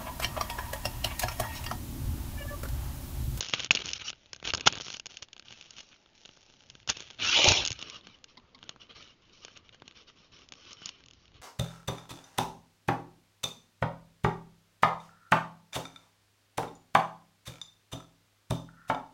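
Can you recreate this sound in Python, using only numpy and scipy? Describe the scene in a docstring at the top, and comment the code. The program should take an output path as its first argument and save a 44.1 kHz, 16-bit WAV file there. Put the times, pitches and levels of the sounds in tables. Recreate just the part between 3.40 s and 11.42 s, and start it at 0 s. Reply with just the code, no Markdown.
"""Sharp ticks, knocks and short rubs sound on a small plastic camera carried through dry leaves and brush.
Fingers and twigs strike the case and excite its resonances; leaves slide over it with friction noise.
One long scrape swells and booms as the camera is swung round, then a sleeve brushes softly past.
Beneath lie the rumble of the hand and a faint hiss. The microphone hears the contacts through the
resonant case, and only the band below 7 kHz is kept."""
import sys
import numpy as np
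from scipy import signal
from scipy.fft import rfft, irfft, next_fast_len
from scipy.io import wavfile
from scipy.ndimage import uniform_filter1d, map_coordinates

SR = 44100
rng = np.random.default_rng(int(sys.argv[2]) if len(sys.argv) > 2 else 0)


def generate_wav(signal):
    """Clip the signal to [-1, 1] and save it as 16-bit WAV at the path in sys.argv[1]."""
    frames = np.transpose(np.atleast_2d(signal))
    scaled = np.clip(frames, -1, 1) * 32767
    pcm = np.round(scaled).astype(np.int16)
    wavfile.write(sys.argv[1], SR, pcm)


N = 353549
TREBLE_HZ, TOP_HZ = 4220, 7000

# The boom of the hollow case under the hard scrape. Each row: time in seconds, level in dB.
BOOM_LEVEL = [(3.9, -74.5), (3.96, -42), (3.99, -31.5), (4.03, -42), (4.06, -25), (4.11, -30.5),
              (4.135, -47.5), (4.2, -38), (4.25, -83)]


def amp(db):
    """Amplitude ratio of a level in decibels."""
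    return 10 ** (np.asarray(db) / 20)


def unit(x):
    """Normalisation to an rms of 1."""
    return x / np.sqrt(np.mean(x ** 2) + 1e-20)


def add(out, start, sound):
    """Superposition: a sound is summed in from its start in seconds."""
    part = out[..., max(round(start * SR), 0):][..., :sound.shape[-1]]
    part += sound[..., :part.shape[-1]]


def curves(rows):
    """Linear interpolation over time: one value per sample for each column after the first."""
    times, *columns = np.transpose(rows)
    return [np.interp(np.arange(N) / SR, times, column) for column in columns]


def wobble(rate):
    """Band-limited fluctuation: a spline through `rate` random values a second."""
    knots = rng.standard_normal(int(N * rate / SR) + 4)
    return map_coordinates(knots, [np.arange(N) * rate / SR])


def filtered(x, response):
    """Linear filtering: the spectrum is multiplied by a frequency response."""
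    size = next_fast_len(len(x) + 4096)
    return irfft(rfft(x, size) * response(np.fft.rfftfreq(size, 1 / SR)), size)[:len(x)]


def coloured(x, spectrum):
    """Spectral shaping by (Hz, dB) points joined on a logarithmic frequency axis."""
    points_hz, db = np.transpose(spectrum)
    return filtered(x, lambda hz: amp(np.interp(np.log(hz + 1), np.log(points_hz + 1), db)))


def band(x, low_hz, high_hz):
    """Causal Butterworth band-pass filtering."""
    return signal.sosfilt(signal.butter(3, [low_hz, high_hz], "band", fs=SR, output="sos"), x)


def registers(x, split_hz):
    """Division into low, middle and high bands: a rub's body, rasp and hiss, a hit's knock, crack, snap."""
    return band(x, 50, split_hz), band(x, split_hz, TREBLE_HZ), band(x, TREBLE_HZ, TOP_HZ)


def resonances(modes, hz):
    """Modal summation: damped (Hz, bandwidth in Hz, dB) resonators of alternating sign."""
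    return sum((-1) ** k * amp(db) * 1j * hz * width / (centre ** 2 - hz ** 2 + 1j * hz * width)
               for k, (centre, width, db) in enumerate(modes))


def air(level_db=-68):
    """Stationary noise: quiet woodland and the microphone's own hiss."""
    # Each row: frequency in Hz, relative spectral density in dB.
    spectrum = [(22, 7.5), (60, -1), (250, 2), (700, -14), (1800, -8), (3000, -7), (4800, -12.5),
                (7000, -21)]
    return amp(level_db) * unit(coloured(rng.standard_normal(N), spectrum))


def rumble(body_gain, grip_db=-3, shake_db=-11.5):
    """Structure-borne noise: the hand thuds through the case, and firm strokes add their power."""
    # Each row: time in seconds, level of the hand's rumble in dB relative to grip_db.
    grip = [(0, -61.5), (0.7, -56.5), (0.85, -70), (1.15, -55), (1.4, -59), (1.9, -79), (3.15, -76.5),
            (3.3, -59.5), (3.55, -64), (3.7, -65), (4.3, -52), (4.55, -75.5), (5.8, -75.5), (6.35, -65.5),
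            (6.75, -84), (7.05, -68), (7.6, -67.5), (8.02, -55.5)]
    thuds = band(rng.standard_normal(N), low_hz=46, high_hz=130) * amp(1.6 * wobble(5.3))
    return np.hypot(amp(curves(grip)[0] + grip_db), amp(shake_db) * body_gain) * unit(thuds)


def taps(attack_s=0.0028, blur_rad=0.64, scuff_db=2, scuff_t60=0.036):
    """Damped modes: a soft tap gives a short hollow ring and a scuff of noise."""
    # Each row: start in seconds, level in dB, pitch in Hz.
    soft_taps = [(4.971, -41.5, 1020), (5.146, -44.5, 1080)]
    # Each row: multiple of the pitch, relative level in dB, time to fall 60 dB in seconds.
    modes = [(0.234, -11, 0.21), (.88, -12, .09), (1, -7.5, .1), (2.02, -1.5, 0.035)]
    out, t = np.zeros(N), np.arange(SR // 4) / SR
    for start, db, pitch_hz in soft_taps:
        ring = 0
        for ratio, mode_db, t60 in modes:
            phase = 2 * np.pi * ratio * pitch_hz * t + blur_rad * wobble(463)[:len(t)]
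            ring += amp(mode_db - 60 * t / t60) * np.sin(phase)
        scuff = amp(scuff_db - 60 * t / scuff_t60) * unit(band(rng.standard_normal(len(t)), 3260, 5040))
        add(out, start, amp(db) * (ring + scuff) * (1 - np.exp(-t / attack_s)))
    return out


def thumps(t60=0.064, attack_s=0.0018):
    """A damped mass on a spring: the camera bounces in the hand as the grip closes."""
    # Each row: start in seconds, level in dB, pitch in Hz.
    bounces = [(1.136, -25.5, 90), (4.077, -15, 98), (4.11, -17.5, 97), (4.308, -27.5, 113)]
    out, t = np.zeros(N), np.arange(SR // 8) / SR
    for start, db, pitch_hz in bounces:
        envelope = amp(db - 60 * t / t60) * (1 - np.exp(-t / attack_s))
        add(out, start, envelope * np.sin(2 * np.pi * pitch_hz * t))
    return out


def twigs(t60=0.011, blur_rad=0.5):
    """Free vibration after fracture: a twig rings for milliseconds at an unsteady pitch."""
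    # Each row: start in seconds, level in dB, pitch in Hz.
    breaks = [(0.136, -18.5, 2270), (0.308, -2, 2595)]
    out, t = np.zeros(N), np.arange(SR // 20) / SR
    for start, db, pitch_hz in breaks:
        phase = 2 * np.pi * pitch_hz * t + blur_rad * wobble(1500)[:len(t)]
        add(out, start, amp(db - 60 * t / t60) * np.sin(phase))
    return out


def litter_ticks(per_second=11, scatter_db=2.5, knock_db=-9.5, snap_db=-10):
    """A random point process: settling leaves and twigs give faint impacts, as rows for contacts()."""
    # Each row: time in seconds, typical crack level in dB.
    typical_crack = [(0, -38), (0.28, -53), (0.5, -45), (0.85, -51), (1.1, -44.5), (1.5, -40),
                     (1.85, -49.5), (2.3, -53.5), (2.68, -62), (2.9, -57), (3.3, -53), (3.6, -44.5),
                     (4.4, -42), (4.8, -61), (6.0, -61), (7.3, -50), (7.8, -59)]
    levels = [0, knock_db, snap_db] + scatter_db * rng.standard_normal((200, 3))
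    starts = np.cumsum(rng.gamma(2, size=len(levels))) / (2 * per_second)
    levels[:, 0] += np.interp(starts, *np.transpose(typical_crack))
    return np.column_stack([starts, levels])[starts < N / SR]


def contacts(crunch=0.11, usual_t60=0.0125, usual_db=-38, tail_db=-27, tail_t60=0.086, heavy_db=-24):
    """Impact excitation: a sharp push and a brief crunch from a finger or twig ring the case's modes."""
    # Each row: start in seconds, crack level in dB, low knock and treble snap in dB relative to it.
    impacts = [(0.007, -28, -9, 2), (0.015, -52, -1, -13), (0.0267, -37, -4.5, -1.5),
               (0.0854, -37.5, -12, 0.5), (0.0954, -37.5, -6, -1), (0.136, -19, -9, -9.5),
               (0.2011, -30.5, -10, -8), (0.245, -32.5, -11, 0.5), (0.3078, -16, -14, -8.5),
               (0.3135, -33, -1.5, 8.5), (0.3498, -22, -12.5, -3.5), (0.3568, -32, -24, 1),
               (0.371, -27, -20, -16), (0.457, -36, -14, 2), (0.489, -31.5, -29, -6.5),
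               (0.5325, -29.5, -32, 2), (0.7015, -34, -12, -3), (0.729, -41.5, -7, -31),
               (0.9312, -37.5, -5.5, 2), (0.946, -48, -19, -7), (0.9616, -48, -4, 0.5),
               (1.0267, -44, 4, -9), (1.0741, -27.5, -12, -9.5), (1.1032, -26, -25, -21),
               (1.1357, -22.5, -4, -4.5), (1.1476, -28.5, -5.5, 2.5), (1.1723, -47, -1, 9),
               (1.178, -35.5, -6.5, -19), (1.2078, -31.5, -13, -4), (1.2719, -13, -0.5, -6),
               (1.2744, -13, -21, -2), (1.3247, -35, -8, -0.5), (1.3533, -36, -7.5, -4),
               (1.3832, -38.5, -11, -4), (1.3996, -38, -1.5, -15), (1.4088, -34.5, -9, -4),
               (1.4658, -39, -4.5, -12), (1.5017, -35.5, -9.5, -3.5), (1.5437, -35, -13, -14),
               (1.5677, -43, -8, -5), (1.597, -35.5, -14, -2.5), (1.6575, -38.5, -10.5, -2),
               (1.6658, -40, -10.5, 2), (1.7697, -37.5, -33, -3.5), (1.9302, -42.5, -22.5, -4),
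               (1.9645, -45.5, -7.5, -10), (1.995, -44, -9, -1.5), (2.0828, -43.5, -25, -18),
               (2.107, -45, -7, -10), (2.1241, -42, -10.5, -7.5), (2.2106, -42, -15, -7),
               (2.3064, -48, -14.5, 4), (2.3825, -44, -7, -3.5), (2.528, -54, -4, -11.5),
               (2.6596, -55.5, -4, -16), (2.851, -44.5, -13, -20.5), (2.8563, -44, -10, -4.5),
               (2.8902, -46, -5.5, -19), (2.9714, -59.5, 4.5, 1), (3.2994, -43.5, -13, -2.5),
               (3.3515, -46.5, -5, -8), (3.475, -36.5, -5.5, -1.5), (3.4905, -35.5, -1, -7),
               (3.4985, -25.5, -6, 4.5), (3.5691, -37.5, -7, -3.5), (3.6037, -39.5, -6, -1),
               (3.702, -42, -9, -8), (3.7083, -42, -7, -6), (4.0425, -19, -7.5, -0.5), (4.078, -32, 6, 2),
               (4.0856, -21.5, -7, 7.5), (4.1185, -24.5, -1, 4), (4.2502, -27, -27, 0.5),
               (4.2608, -27, -13.5, -3), (4.2744, -31, -32, 4.5), (4.2803, -31.5, -29, -2),
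               (4.304, -33, -9.5, -1), (4.3169, -33.5, -16, 0.5), (4.3269, -39, -21, 2.5),
               (4.39, -39, -7.5, -5.5), (4.414, -40, -13, -4.5), (4.4253, -32.5, -13.5, -8),
               (4.4986, -39, -19, -1.5), (4.6692, -43.5, -5.5, -8), (4.8414, -44.5, -12, -1),
               (5.2278, -41.5, -7.5, -15.5), (5.2388, -59, 6.5, 4), (5.2923, -34.5, -10, -4.5),
               (5.3603, -57.5, 8, -8), (6.0483, -39, -7.5, -3), (6.081, -56.5, 10.5, -3),
               (6.1727, -47.5, -22, -1.5), (6.2913, -48, -20, -14.5), (6.3454, -60, 7.5, 1),
               (6.42, -46, 2.5, -16.5), (6.4781, -41.5, -10, -7.5), (7.0877, -51.5, -28, -0.5),
               (7.1212, -40.5, -9, -3.5), (7.136, -46.5, -12, -6), (7.33, -48.5, -14, 6),
               (7.4176, -48.5, 2.5, -8), (7.4573, -39.5, -40, 7.5), (7.4903, -35, -13, -4),
               (7.6376, -54, -16, -5), (7.6597, -53, -23.5, -2), (7.684, -51, -17, -4),
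               (7.7096, -49.5, -16, -5), (7.734, -56, -11.5, 0)]
    # Modes of the case. Each row: frequency in Hz, bandwidth in Hz, relative gain in dB.
    case_modes = [(131.8, 83, -2), (430, 320, -3.5), (990, 880, -7), (1370, 210, -3), (1580, 110, -4.5),
                  (2425, 540, -3.5), (2880, 300, 3.5), (3523, 510, -1.5), (4380, 290, -6.5),
                  (5300, 590, -7.5), (6250, 340, -7), (6650, 380, -6)]
    # Modes of the shell flexing under a heavy knock, with the same columns.
    flex_modes = [(806, 300, -6.5), (1430, 100, -8)]
    out, t = np.zeros(N), np.arange(2048) / SR
    starts, crack_db, low_db, high_db = np.vstack([impacts, litter_ticks()]).T
    knock_db, snap_db = crack_db + low_db, crack_db + high_db
    t60 = usual_t60 * 2 ** ((crack_db - usual_db) / 34)  # 34 dB harder crunches twice as long
    decay = amp(-60 * t / t60[:, None]) + amp(tail_db - 60 * t / tail_t60)
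    force = crunch * decay * rng.standard_normal(decay.shape)
    force[:, 0] += 1  # the push
    hz = np.fft.rfftfreq(2 * len(t), 1 / SR)
    # Each spot on the case favours other modes.
    shell = sum(amp(rng.normal(0, 1.0, (len(starts), 1))) * (-1) ** k * resonances([mode], hz)
                for k, mode in enumerate(case_modes))
    shell += amp(knock_db - heavy_db)[:, None] * resonances(flex_modes, hz)
    rings = irfft(rfft(force, 2 * len(t)) * shell)[:, :len(t)]
    hits, onset = 0, t < 0.004
    # Each band takes its level over the onset, the crack lowered by 1 dB.
    for part, db in zip(registers(rings, split_hz=1940), (knock_db, crack_db - 1, snap_db)):
        hits += part * (amp(db) / part[:, onset].std(axis=1))[:, None]
    for start, hit in zip(starts, hits):
        add(out, start, hit)
    return out


def stroke(length_s, swell_db, attack_s, t60):
    """Amplitude envelope of a stroke: it takes hold, swells or fades evenly, and decays on release."""
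    t = np.arange(int((length_s + 2 * t60) * SR)) / SR
    held_db = swell_db * (np.minimum(t / length_s, 1) - 0.5)
    release_db = -60 * np.maximum(t - length_s, 0) / t60
    return amp(held_db + release_db) * (1 - np.exp(-(t / attack_s) ** 2))


def squeaks(blur_rad=0.92):
    """Stick-slip oscillation: the sliding contact locks briefly on to a resonance of the case."""
    # Each row: start in seconds, length in seconds, level in dB, pitch in Hz.
    catches = [(0.371, 0.004, -25, 2850), (0.678, 0.0096, -31, 2940), (1.101, 0.0066, -29, 2976),
               (4.168, 0.0091, -21.5, 3040), (4.741, 0.011, -50.5, 3000), (6.158, 0.014, -50.5, 2720)]
    out = np.zeros(N)
    for start, length_s, db, pitch_hz in catches:
        envelope = stroke(length_s, swell_db=0, attack_s=0.0022, t60=0.016)
        t = np.arange(len(envelope)) / SR
        phase = 2 * np.pi * pitch_hz * t + blur_rad * wobble(500)[:len(t)]
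        add(out, start, amp(db) * envelope * np.sin(phase))
    return out


def sleeve_gains(body_db=-8.5):
    """Soft friction: envelopes of body, rasp and hiss for the sleeve and the carrying palm."""
    # Each row: start and length in seconds, rasp in dB, swell in dB, hiss in dB relative to the rasp.
    brushes = [(4.367, 0.2, -49.5, 1.5, -4.5), (4.624, 0.13, -59, -5, -6), (4.867, 0.038, -62, 4, -2.5),
               (5.198, 0.11, -62, 8, -7), (5.393, 0.034, -50.5, -8, -5), (5.484, 0.028, -49.5, -2, -10),
               (5.542, 0.17, -53, -10.5, -5), (5.808, 0.13, -66, -4.5, -6), (5.918, 0.095, -64.5, -4, 2.5),
               (6.008, 0.14, -60.5, -7, -2.5), (6.149, 0.015, -51.5, 0, -9),
               (6.233, 0.028, -61, -3.5, -4.5), (6.315, 0.019, -59.5, 5.5, -6),
               (6.441, 0.068, -63.5, -3, -5), (6.54, 0.075, -55.5, -3, -4), (6.661, 0.032, -56.5, 1, -4),
               (6.75, 0.12, -63, -1, -3.5), (6.911, 0.13, -59, -5, -2), (7.135, 0.19, -57, 12.5, -2),
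               (7.356, 0.12, -56.5, 16, -2.5), (7.5, 0.12, -61, -4, -7), (7.717, 0.16, -70, -0.5, -0.5),
               (7.931, 0.061, -60, -13, -9.5)]
    # Low friction of the hand after the swing. Each row: time in seconds, level in dB.
    palm = [(4.3, -90), (4.45, -61.5), (4.85, -70.5), (5.25, -64), (5.85, -70.5), (7.2, -68), (8.0, -72)]
    gains = np.zeros((3, N))
    for start, length_s, rasp_db, swell_db, hiss_db in brushes:
        envelope = stroke(length_s, swell_db, attack_s=0.015, t60=0.14)
        add(gains, start, amp(rasp_db + np.array([[body_db], [0], [hiss_db]])) * envelope)
    gains[0] = np.hypot(gains[0], amp(curves(palm)[0]))
    return gains


def rub_gains():
    """Intermittent friction: envelopes of body, rasp and hiss as fingers and leaves rub the case."""
    # Each row: start and length in seconds, rasp and swell in dB, body and hiss in dB relative to rasp.
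    rubs = [(0.0, 0.12, -45.5, -9, -12.5, -0.5), (0.122, 0.14, -40, -4.5, -12, -4),
            (0.309, 0.014, -32, -4, -6, -0.5), (0.338, 0.082, -40.5, -2, -9, -5.5),
            (0.434, 0.11, -44.5, -8, -8.5, -1.5), (0.543, 0.022, -43.5, 7, -13.5, 0.5),
            (0.587, 0.044, -44, -5, -14.5, -7), (0.636, 0.055, -42, 8, -14.5, 1.5),
            (0.73, 0.4, -69, -4, -15, -1.5), (1.036, 0.02, -42.5, 19.5, -12, -5.5),
            (1.057, 0.042, -36, 2, -6.5, -3), (1.13, 0.12, -53, 1.5, 2, -8.5),
            (1.256, 0.024, -25, -14, -7, -3), (1.292, 0.086, -44, 3, -3.5, -12),
            (1.39, 0.18, -50, 4.5, -11, 3), (1.687, 0.11, -58, -3, -7.5, -1),
            (1.816, 0.0083, -42.5, 5.5, -10.5, 0.5), (2.043, 0.36, -59, -5.5, -9, -2),
            (2.352, 0.051, -57, 16.5, -12, -0.5), (2.417, 0.3, -71.5, -19.5, -9.5, 1.5),
            (2.505, 0.03, -57.5, 1, -10, -11), (2.737, 0.69, -67.5, -3.5, -8, 1),
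            (3.482, 0.031, -29, -2.5, -12, -2), (3.536, 0.27, -56, -18, -11.5, -4.5)]
    gains = np.zeros((3, N))
    for start, length_s, rasp_db, swell_db, body_db, hiss_db in rubs:
        envelope = stroke(length_s, swell_db, attack_s=0.008, t60=0.057)
        add(gains, start, amp(rasp_db + np.array([[body_db], [0], [hiss_db]])) * envelope)
    return gains


def swing_gains(fade_s=0.016):
    """Sustained friction: envelopes of body, rasp and hiss for the long scrape of the swing."""
    # Each row: time in seconds, rasp in dB, body and hiss in dB relative to the rasp.
    scrape = [(3.778, -76, 4, -11), (3.79, -42, -12, -8.5), (3.826, -30.5, -12.5, -5), (3.9, -31, -15.5, 1),
              (3.934, -22.5, -21.5, -6), (4.11, -25, -15, 0), (4.228, -32.5, -5, -6),
              (4.275, -48.5, -6, -6.5), (4.38, -53, -15, -4)]
    rasp_db, body_db, hiss_db = curves(scrape)
    t = np.arange(N) / SR
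    touching = np.clip(np.minimum(t - scrape[0][0], scrape[-1][0] - t) / fade_s, 0, 1)
    return touching * amp([rasp_db + body_db, rasp_db, rasp_db + hiss_db])


def boom():
    """Cavity resonance: under the hardest pressure the contact judders and the hollow case answers."""
    # Each row: frequency in Hz, bandwidth in Hz, relative gain in dB.
    cavity_modes = [(89, 18, -3.5), (350, 70, 3), (580, 130, 5), (877, 90, 4)]
    judder = rng.standard_normal(N) * amp(2.5 * wobble(160))
    return amp(curves(BOOM_LEVEL)[0]) * unit(filtered(judder, lambda hz: resonances(cavity_modes, hz)))


def micro_slips(per_second=380, spread_db=6):
    """Shot noise: tiny random slips, mostly weak, come in clumps as fibres catch and let go."""
    strength = amp(spread_db * np.minimum(rng.exponential(size=N), 3))
    clumping = amp(3.8 * wobble(60))
    slipping = rng.random(N) < clumping * per_second / SR
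    return unit(slipping * strength * rng.choice([-1, 1], N))


def sliding_noise(depth_db=3.5):
    """Modulated noise: the colour shifts as the contact point wanders, and the level flickers."""
    spectrogram = signal.stft(rng.standard_normal(N), nperseg=1024)[2]
    patches = uniform_filter1d(rng.standard_normal(spectrogram.shape), size=4, axis=0)
    patches = uniform_filter1d(patches, size=3, axis=1)
    noise = signal.istft(spectrogram * amp(depth_db * unit(patches)), nperseg=1024)[1][:N]
    return noise * amp(0.65 * wobble(40) + wobble(220))


def friction(rubs, swing, sleeve, easy_rub_db=-47.5, smoothing=0.09):
    """Friction noise: smooth sliding and dry crackle share the power of each stroke, band by band."""
    # Spectra of a firm stroke, the hard scrape, brushing cloth and dry crackle.
    # Each row: frequency in Hz, relative spectral density in dB before the bands are normalised.
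    slide_spectrum = [(100, -9.5), (250, -7.5), (600, -14), (1030, -15.5), (1270, -4), (1520, -4.5),
                      (1900, -13), (2400, -1.5), (2850, 1), (3250, -3), (3650, -3), (4800, -8), (5550, -1),
                      (6900, -16)]
    scrape_spectrum = [(90, -7.5), (200, -16.5), (370, -6.5), (570, -9.5), (870, -2.5), (1100, -6.5),
                       (1650, -20.5), (2400, 3.5), (2900, 3.5), (3500, 4), (4000, 1.5), (4700, -6.5),
                       (5350, -0.5), (6900, -10.5)]
    cloth_spectrum = [(100, -6), (500, -9.5), (800, -20), (1000, -13), (1170, -6), (1400, -8.5),
                      (1800, -16.5), (2400, -9), (2700, -9), (3020, -0.5), (3350, -9.5), (4800, -13),
                      (5500, -6.5), (6900, -30)]
    crackle_spectrum = [(100, -2.5), (500, -7.5), (1000, -8.5), (1900, -5), (2600, 0), (3200, 4),
                        (4000, -3.5), (4900, -2), (5800, 1.5), (7000, -5.5)]

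    def unit_bands(x, spectrum):
        """Spectral shaping into body, rasp and hiss, each at an rms of 1."""
        return np.array([unit(part) for part in registers(coloured(x, spectrum), split_hz=950)])

    noise = sliding_noise()
    crackle = unit_bands(micro_slips(), crackle_spectrum)
    slide = unit_bands(noise, slide_spectrum)
    cloth = unit_bands(noise, cloth_spectrum)
    hardness = np.clip((curves(BOOM_LEVEL)[0] + 52) / 8, 0, 1)  # the colour hardens as the case booms
    scrape = (1 - hardness) * slide + hardness * unit_bands(noise, scrape_spectrum)
    firmness_db = 20 * np.log10(np.maximum(rubs[1] / amp(easy_rub_db), 1))
    rub_grit_db = 1 - smoothing * firmness_db  # a firmer rub slides more smoothly
    out = np.zeros(N)
    for gains, smooth, grit_db in (rubs, slide, rub_grit_db), (swing, scrape, -8), (sleeve, cloth, -7):
        grit = amp(grit_db)
        out += (gains * (smooth + grit * crackle)).sum(axis=0) / np.hypot(1, grit)
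    return out


def scene():
    """Superposition of impacts, friction and background at one microphone."""
    rubs, swing, sleeve = rub_gains(), swing_gains(), sleeve_gains()
    impacts = contacts() + twigs() + thumps() + taps()
    sliding = friction(rubs, swing, sleeve) + squeaks() + boom()
    return (impacts + sliding + rumble(body_gain=rubs[0] + swing[0]) + air())[None]


def record(dry):
    """Soft saturation rounds the hardest knocks; a steep low-pass rings briefly after sharp clicks."""
    ceiling = 0.62
    saturated = dry / (1 + np.abs(dry / ceiling) ** 4) ** (1 / 4)
    return signal.sosfilt(signal.cheby1(12, 0.3, TOP_HZ, fs=SR, output="sos"), saturated)


dry = scene()
out = record(dry)
generate_wav(out)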